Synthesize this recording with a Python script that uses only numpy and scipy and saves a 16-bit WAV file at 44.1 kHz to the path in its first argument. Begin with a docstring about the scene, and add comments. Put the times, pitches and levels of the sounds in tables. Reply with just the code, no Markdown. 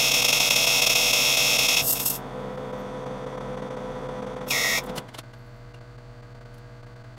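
"""Metal lathe, close up

A workshop, one microphone near the tool. A chip shears off a steel shaft and sets tool and shaft ringing:
a shrill, rough whine over the gears that thins to a bright scrape. The spindle runs free, the tool bites
again with a falling squeal, levers clack and the spindle coasts to rest. The motor hums on under the
small clicks of a gauge. All through, the level keeps dipping briefly."""
import sys
import numpy as np
from scipy import signal
from scipy.fft import rfft, irfft
from scipy.io import wavfile

SR = 44100
rng = np.random.default_rng(int(sys.argv[2]) if len(sys.argv) > 2 else 0)


def dump(signal):
    """Clip the signal to [-1, 1] and save it as 16-bit WAV at the path in sys.argv[1]."""
    limited = np.clip(np.atleast_2d(signal).T, -1, 1)
    pcm = np.round(limited * 32767).astype(np.int16)
    wavfile.write(sys.argv[1], SR, pcm)


N = 316617
TIME = np.arange(N) / SR
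HZ = np.fft.rfftfreq(N, 1 / SR)

# resonances of tool, holder and shaft, and where neighbours cancel: pitch_hz, width_hz, gain_db
TOOL_MODES = [(1902, 41, -3.5), (2186, 345, -7.5), (2597, 316, 0.5), (2740, 160, -5), (3352, 273, -1.5),
              (3683, 304, -4), (4224, 160, -7.5), (4960, 570, -10), (5400, 660, -4.5), (5547, 230, -1),
              (6200, 340, -6), (6580, 440, -9), (6960, 220, -8), (7340, 470, -14.5), (7950, 260, -15),
              (8790, 190, -13), (9230, 230, -13), (10850, 1000, -16), (11500, 550, -21.5),
              (12400, 750, -14), (13320, 900, -27), (14000, 550, -13), (15540, 500, -22.5)]
TOOL_NOTCHES = [(1924, 40, -8.5), (2428, 26, -16.5), (3950, 50, -1.5), (4740, 40, -7), (5940, 80, -5.5),
                (9350, 100, 1)]
# force on the tool from a thick chip, a light scrape and the short last cut: frequency_hz, gain_db
CHIP_FORCE = [(300, -32), (700, 11), (1300, 10.5), (1700, -3), (2500, 2.5), (7000, 1), (12000, 1),
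              (16000, -2)]
SCRAPE_FORCE = [(500, -19.5), (1800, -17), (2500, -35.5), (2780, -4), (3300, -15), (4600, 0), (5500, -7),
                (7000, 1.5), (8200, 13), (9500, 6.5), (10700, 8), (11600, 17.5), (13500, 11.5),
                (15700, 13.5)]
BITE_FORCE = [(300, -9), (700, 6), (1300, 15), (1700, -8), (2600, -6.5), (3300, -5.5), (3800, 0.5),
              (5500, -3), (7000, -1), (9000, -2.5), (16000, -2.5)]
# the tool takes a thick chip, or only grazes the steel: start_s, end_s, level_db
CHIP_SPELLS = [(0, 1.806, -21), (1.957, 2.01, -35), (2.0, 2.164, -46.5), (4.486, 4.492, -42)]
SCRAPE_SPELLS = [(1.825, 2.162, -32.5), (1.846, 1.87, -28), (1.873, 1.932, -22.5), (1.907, 1.911, -18.5),
                 (2.0, 2.04, -33), (2.06, 2.086, -22.5), (2.1, 2.105, -26), (4.488, 4.513, -38)]
# tones of the shafts, loaded gears, free gears, and motor with pump: pitch_hz, width_hz, relative_db
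SHAFT_TONES = [(44.6, 5, -50), (136.3, 5.85, -44.5), (197, 7.6, -52), (247.3, 16.1, -47.5),
               (284.2, 12, -51), (735.5, 6.96, -52), (978, 7.5, -53.5)]
LOADED_GEAR_TONES = [(491.6, 9, -41.5), (588.6, 9, -42), (665.6, 9.06, -41.5), (744.4, 13, -48)]
FREE_GEAR_TONES = [(200, 4.9, -45.5), (448.4, 4, -46.5), (507.2, 2.89, -37.5), (577, 18, -51.5),
                   (986, 3.5, -51.5), (1250, 5.7, -59.5), (1343, 8, -63)]
MOTOR_TONES = [(39.2, 14, -53.5), (120.8, 0.48, -47), (130, 3, -60), (106, 3.1, -57), (601, 10, -62),
               (660, 7, -62), (820, 10, -77), (1136, 12, -72), (1240, 9.9, -72.5), (1400, 9.9, -81),
               (1503, 9.6, -68), (1640, 4.2, -74), (1620, 5.7, -70.5), (2062, 8.9, -72), (4380, 12, -78),
               (4760, 12, -81.5)]
# noise of the turning gears, room tone and the ring of steel parts: frequency_hz, gain_db
GEAR_SPECTRUM = [(20, -25.5), (75, -16), (120, -7.5), (260, -2), (330, -10.5), (390, -2.5), (530, -3),
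                 (700, -5), (1000, -7), (1350, -12), (1750, -18.5), (2100, -19), (2900, -28), (3500, -20.5),
                 (4100, -35.5), (5200, -35), (6500, -35), (7200, -39.5), (8400, -39.5), (12500, -50),
                 (16000, -57)]
ROOM_SPECTRUM = [(20, -3), (42, -1), (80, -8), (160, -0.5), (220, 4), (360, 0.5), (450, -10), (700, -2.5),
                 (1600, -7), (2500, -15), (4000, -20), (4550, -15), (5200, -23), (7500, -26.5),
                 (9500, -34.5), (14000, -39.5), (16000, -37)]
STEEL_SPECTRUM = [(150, -4), (400, 0.5), (1000, -0.5), (2000, 0), (3400, -2), (4400, -6.5), (5600, -8),
                  (8000, -13), (10500, -14), (13000, -18), (16000, -27)]
# brief dips of level in the loud passages: centre_s, depth_db
LOUD_DIPS = [(.107, 7), (.131, 7), (.215, 6), (0.238, 9), (0.276, 9.5), (.32, 9.5), (.394, 7.5),
             (.498, 11.5), (.552, 7.5), (.662, 8.5), (.812, 9), (0.858, 10), (.89, 8.5), (0.947, 9.5),
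             (1.124, 8.5), (1.364, 7), (1.58, 8.5), (1.678, 9), (1.761, 8), (1.92, 6), (1.99, 7),
             (2.048, 5.5), (2.094, 6.5), (4.497, 4)]
# knocks of the tool leaving the cut, levers and gauge: peak_s, clack_db, tilt_db_per_octave, thud_db
STEEL_KNOCKS = [(1.825, -48, 0, -32), (4.84, -45, 13, -60), (4.865, -46, 12, -51), (4.897, -34.5, -3, -31),
                (4.964, -38, 5, -45), (4.982, -27.5, 2, -29.5), (5.09, -41.5, -3, -50),
                (5.148, -35.5, -0.5, -52), (5.189, -30.5, 0.5, -51), (5.338, -47.5, -2, -61),
                (5.747, -49, -2, -70), (6.545, -56, 5, -80), (6.584, -57, 6, -80)]
# pings of chip and gauge, with faint, very high flickering tones between: peak_s, level_db, pitch_hz
PING_TONES = [(1.886, -33, 4750), (2.57, -66, 15400), (2.734, -69, 12400), (2.79, -62, 14600),
              (2.8, -63, 12200), (5.39, -68, 11350), (5.465, -68, 11100), (5.746, -54, 2800)]
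# loose chips fall into the tray: start_s, end_s, level_db
TRICKLE_SPELLS = [(2.25, 2.82, -77), (5.35, 5.55, -79)]
# hiss of steel sliding on steel: frequency_hz, gain_db
RUB_SPECTRUM = [(2500, -30), (3400, 0), (4200, -18), (5200, -12), (5800, 4), (6300, -2), (7200, -14),
                (8400, -10), (12000, -27)]

BITE_START_S, BITE_END_S, BITE_RELEASE_S = 4.508, 4.787, 0.0093  # the short last cut
STOP_S, COAST_S = 4.985, 0.088  # the spindle is switched off and runs down


def amp(db):
    """Decibels to gain."""
    return 10 ** (np.asarray(db) / 20)


def evened(x):
    """Scales to rms 1."""
    return x / np.sqrt(np.mean(x ** 2) + 1e-20)


def colour(points):
    """Gain at every frequency from a short spectrum."""
    hz, db = np.transpose(points)
    return amp(np.interp(np.log(HZ + 1), np.log(hz), db))


def ripple(db, spacing_hz):
    """Many weak resonances and reflections ripple a response."""
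    heights = rng.standard_normal(2 ** 13)
    return amp(db * np.interp(HZ / spacing_hz, np.arange(len(heights)), heights))


def shaped(x, gain):
    """Filters x by a gain over frequency; rms 1."""
    return evened(irfft(rfft(x) * gain, N))


def smooth_white(evenness=0.8):
    """White noise with its random lumps evened out, so that it rushes smoothly."""
    frames = signal.stft(rng.standard_normal(N), nperseg=1024, noverlap=768)[2]
    return signal.istft(frames / (abs(frames) + 1e-9) ** evenness, nperseg=1024, noverlap=768)[1][:N]


def noise(gain):
    """Smooth noise of a given colour; rms 1."""
    return shaped(smooth_white(), gain)


def wander(hz):
    """Random drift of rms 1, with changes up to about hz."""
    count = int(N / SR * 2 * hz) + 4
    return evened(np.interp(TIME * 2 * hz, np.arange(count), rng.standard_normal(2 ** 15)[:count]))


def tones(rows, waver_db=2.04):
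    """Machine tones that waver in pitch and level; wider ones waver more."""
    out = np.zeros(N)
    for hz, width_hz, db in rows:
        turns = np.cumsum(hz + width_hz / 2 * wander(20)) / SR + rng.random()
        waver = amp(waver_db * width_hz / (width_hz + 3) * wander(10))
        out += amp(db) * evened(waver * np.sin(2 * np.pi * turns))
    return out


def held(start_s, end_s, attack_s, release_s):
    """Envelope that rises to full at start_s, holds until end_s and dies away."""
    return np.exp(-np.maximum((start_s - TIME) / attack_s, (TIME - end_s) / release_s).clip(0, 40))


def burst(peak_s, rise_s, decay_s):
    """Envelope that swells to one peak and dies away."""
    return held(peak_s, peak_s, rise_s, decay_s)


def spells(rows, attack_s, release_s):
    """Joint envelope of several spells of sound, added in power."""
    return np.sqrt(sum((amp(db) * held(start, end, attack_s, release_s)) ** 2 for start, end, db in rows))


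def cutting(attack_s=0.00666, release_s=0.012, between_modes_db=-25.5, bite_db=-26.5):
    """The chip shears in countless tiny slips, a dense rasp that rings the tool and the shaft."""
    power = sum(amp(db) ** 2 / (1 + ((HZ - hz) / (width / 2)) ** 2) ** 2 for hz, width, db in TOOL_MODES)
    notch_db = sum(db / (1 + ((HZ - hz) / width) ** 4) for hz, width, db in TOOL_NOTCHES)
    body = np.sqrt(power + amp(between_modes_db) ** 2) * amp(notch_db) * ripple(db=1.83, spacing_hz=18)
    rasp = smooth_white() * amp(wander(1500))  # 1 dB of fast grain
    chip = spells(CHIP_SPELLS, attack_s, release_s) * shaped(rasp, body * colour(CHIP_FORCE))
    scrape = spells(SCRAPE_SPELLS, attack_s, release_s) * shaped(rasp, body * colour(SCRAPE_FORCE))
    bite_gain = amp(bite_db) * held(BITE_START_S, BITE_END_S, 0.0041, BITE_RELEASE_S)
    return chip + scrape + bite_gain * shaped(rasp, body * colour(BITE_FORCE))


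def spindle_gain():
    """1 while the spindle is driven, then falling as it coasts to rest."""
    return 1 / (1 + np.maximum(TIME - STOP_S, 0) / COAST_S) ** 2


def spindle(rumble_db=-38.5, cut_end_s=1.786, free_from_s=2.38):
    """Shafts and gears rumble; the gears sing under load, and their free whine gives way to the bite."""
    rattle_db = 0.5 * wander(90)
    rumble = amp(rumble_db + rattle_db) * noise(colour(GEAR_SPECTRUM) * ripple(db=3, spacing_hz=25.94))
    long_cut = held(0, cut_end_s, attack_s=0.021, release_s=0.18)
    bite = held(BITE_START_S, BITE_END_S, attack_s=0.021, release_s=0.031)
    load = amp(0.5) * np.maximum(long_cut, 0.74 * bite)  # the short cut loads the gears less
    free = amp(-0.5 - 8.5 * bite) * held(free_from_s, STOP_S, attack_s=0.094, release_s=COAST_S)
    whine = tones(SHAFT_TONES) + load * tones(LOADED_GEAR_TONES) + free * tones(FREE_GEAR_TONES)
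    return spindle_gain() * (rumble + whine)


def motor(stopped_db=1, running_change_db=-9.5):
    """Motor and pump hum, louder once the spindle has stopped; a thin whine joins near the end."""
    hum = amp(stopped_db + running_change_db * spindle_gain()) * tones(MOTOR_TONES)
    whine = held(5.65, 6.99, attack_s=0.6, release_s=0.13) * tones([(480, 0.298, -55.5)])
    return hum + whine


def room_tone(level_db=-52):
    """The steady rush of the workshop behind the lathe."""
    return amp(level_db) * noise(colour(ROOM_SPECTRUM) * ripple(db=2.5, spacing_hz=27.25))


def dipped(x, dips, width_s=0.0062, rebound_delay_s=0.011, rebound_width_s=0.0069, bass_hz=330):
    """The level drops for a moment and overshoots as it comes back; the bass stays steady."""
    gain_db = np.zeros(N)
    for centre_s, depth_db in dips:
        near = abs(TIME - centre_s) < 0.05
        t = TIME[near] - centre_s
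        drop = np.exp(-(t / width_s) ** 2)
        rebound = 0.54 * np.exp(-((t - rebound_delay_s) / rebound_width_s) ** 2)
        gain_db[near] += depth_db * (rebound - drop)
    bass = irfft(rfft(x) / (1 + (HZ / bass_hz) ** 4), N)
    return bass + (x - bass) * amp(gain_db)


def knocks(rise_s=0.0053):
    """Short, well-damped clacks of steel, each with a low thud of the machine bed."""
    steel = colour(STEEL_SPECTRUM) * ripple(db=2, spacing_hz=163.6)
    contact = rng.standard_normal(N)
    thud = noise(colour([(40, -37), (130, 11), (250, -1.5), (700, -5.5), (2000, -38)]))
    out = np.zeros(N)
    for peak_s, clack_db, tilt_db, thud_db in STEEL_KNOCKS:
        clack = shaped(contact, steel * amp(tilt_db * np.log2(1 + HZ / 1000)))
        out += amp(clack_db) * burst(peak_s, rise_s, decay_s=0.0067) * clack
        out += amp(thud_db) * burst(peak_s, rise_s, decay_s=0.013) * thud
    return out


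def pings(width_hz=80):
    """The chip and the gauge each ping once; between them faint, thin, very high tones flicker."""
    fuzz = wander(width_hz) + 1j * wander(width_hz)
    out = np.zeros(N)
    for peak_s, db, hz in PING_TONES:
        tone = (fuzz * np.exp(2j * np.pi * hz * TIME)).real
        out += amp(db) * burst(peak_s, rise_s=0.005, decay_s=0.012) * tone
    return out


def trickle(landings_per_s=900, decay_s=0.004, low_hz=10800, high_hz=15700, modes=24):
    """Many tiny chips land in the tray, each ringing on one high mode."""
    t, out = np.arange(2 ** 11) / SR, np.zeros(N)
    for hz in np.linspace(low_hz, high_hz, modes):
        landings = rng.exponential(1, N) * (rng.random(N) < landings_per_s / modes / SR)
        ring = np.exp(-t / decay_s) * np.sin(2 * np.pi * hz * t)
        out += signal.oaconvolve(landings, ring)[:N]
    return spells(TRICKLE_SPELLS, attack_s=0.02, release_s=0.07) * evened(out)


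def chance_dips(from_s=2.4, min_gap_s=0.03, mean_wait_s=0.105, depth_db=9):
    """After the long cut, the dips come at uneven intervals."""
    gaps_s = min_gap_s + mean_wait_s * rng.exponential(size=64)
    return [(centre_s, depth_db) for centre_s in from_s + np.cumsum(gaps_s)]


def rubbing(start_s=2.75, end_s=4.48, level_db=-65.5):
    """A thin hiss of steel sliding on steel between the cuts."""
    envelope = held(start_s, end_s, attack_s=0.03, release_s=0.03)
    return amp(level_db) * envelope * noise(colour(RUB_SPECTRUM))


def squeal(thin_chip_hz=2680, full_chip_hz=2065, width_hz=200, widen_s=0.019, narrow_s=0.0298):
    """A rough band of chatter sinks as the chip widens, and wakes the lowest mode of the shaft."""
    thin_at_entry = held(0, BITE_START_S, widen_s, widen_s)
    thin_at_exit = 0.3 * held(BITE_END_S, TIME[-1], narrow_s, narrow_s)
    pitch_hz = full_chip_hz + (thin_chip_hz - full_chip_hz) * (thin_at_entry + thin_at_exit)
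    band = 1 / (1 + (HZ / width_hz) ** 4)
    roughness = noise(band) + 1j * noise(band)
    chatter = (roughness * np.exp(2j * np.pi * np.cumsum(pitch_hz) / SR)).real
    shaft_ring = tones([(1892, 13.6, -4)]) / (1 + ((pitch_hz - 2000) / 170) ** 2)
    envelope = held(BITE_START_S, BITE_END_S, attack_s=0.0024, release_s=BITE_RELEASE_S)
    return amp(-26) * envelope * (0.78 * chatter + shaft_ring)


def scene():
    """Tool in front, machine and room behind it; mono, the same in both channels."""
    tool = cutting() + squeal()
    background = spindle() + motor() + room_tone() + rubbing()
    small_sounds = knocks() + pings() + trickle()
    background = dipped(background, chance_dips())
    mono = dipped(tool + background, LOUD_DIPS) + small_sounds
    return np.array([mono, mono])


def record(dry, cutoff_hz=15810):
    """A steep low-pass takes off the highest treble."""
    low_pass = signal.firwin(1023, cutoff_hz, window=("kaiser", 9), fs=SR)
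    return signal.oaconvolve(dry, low_pass[None], "same")


dry = scene()
out = record(dry)
dump(out)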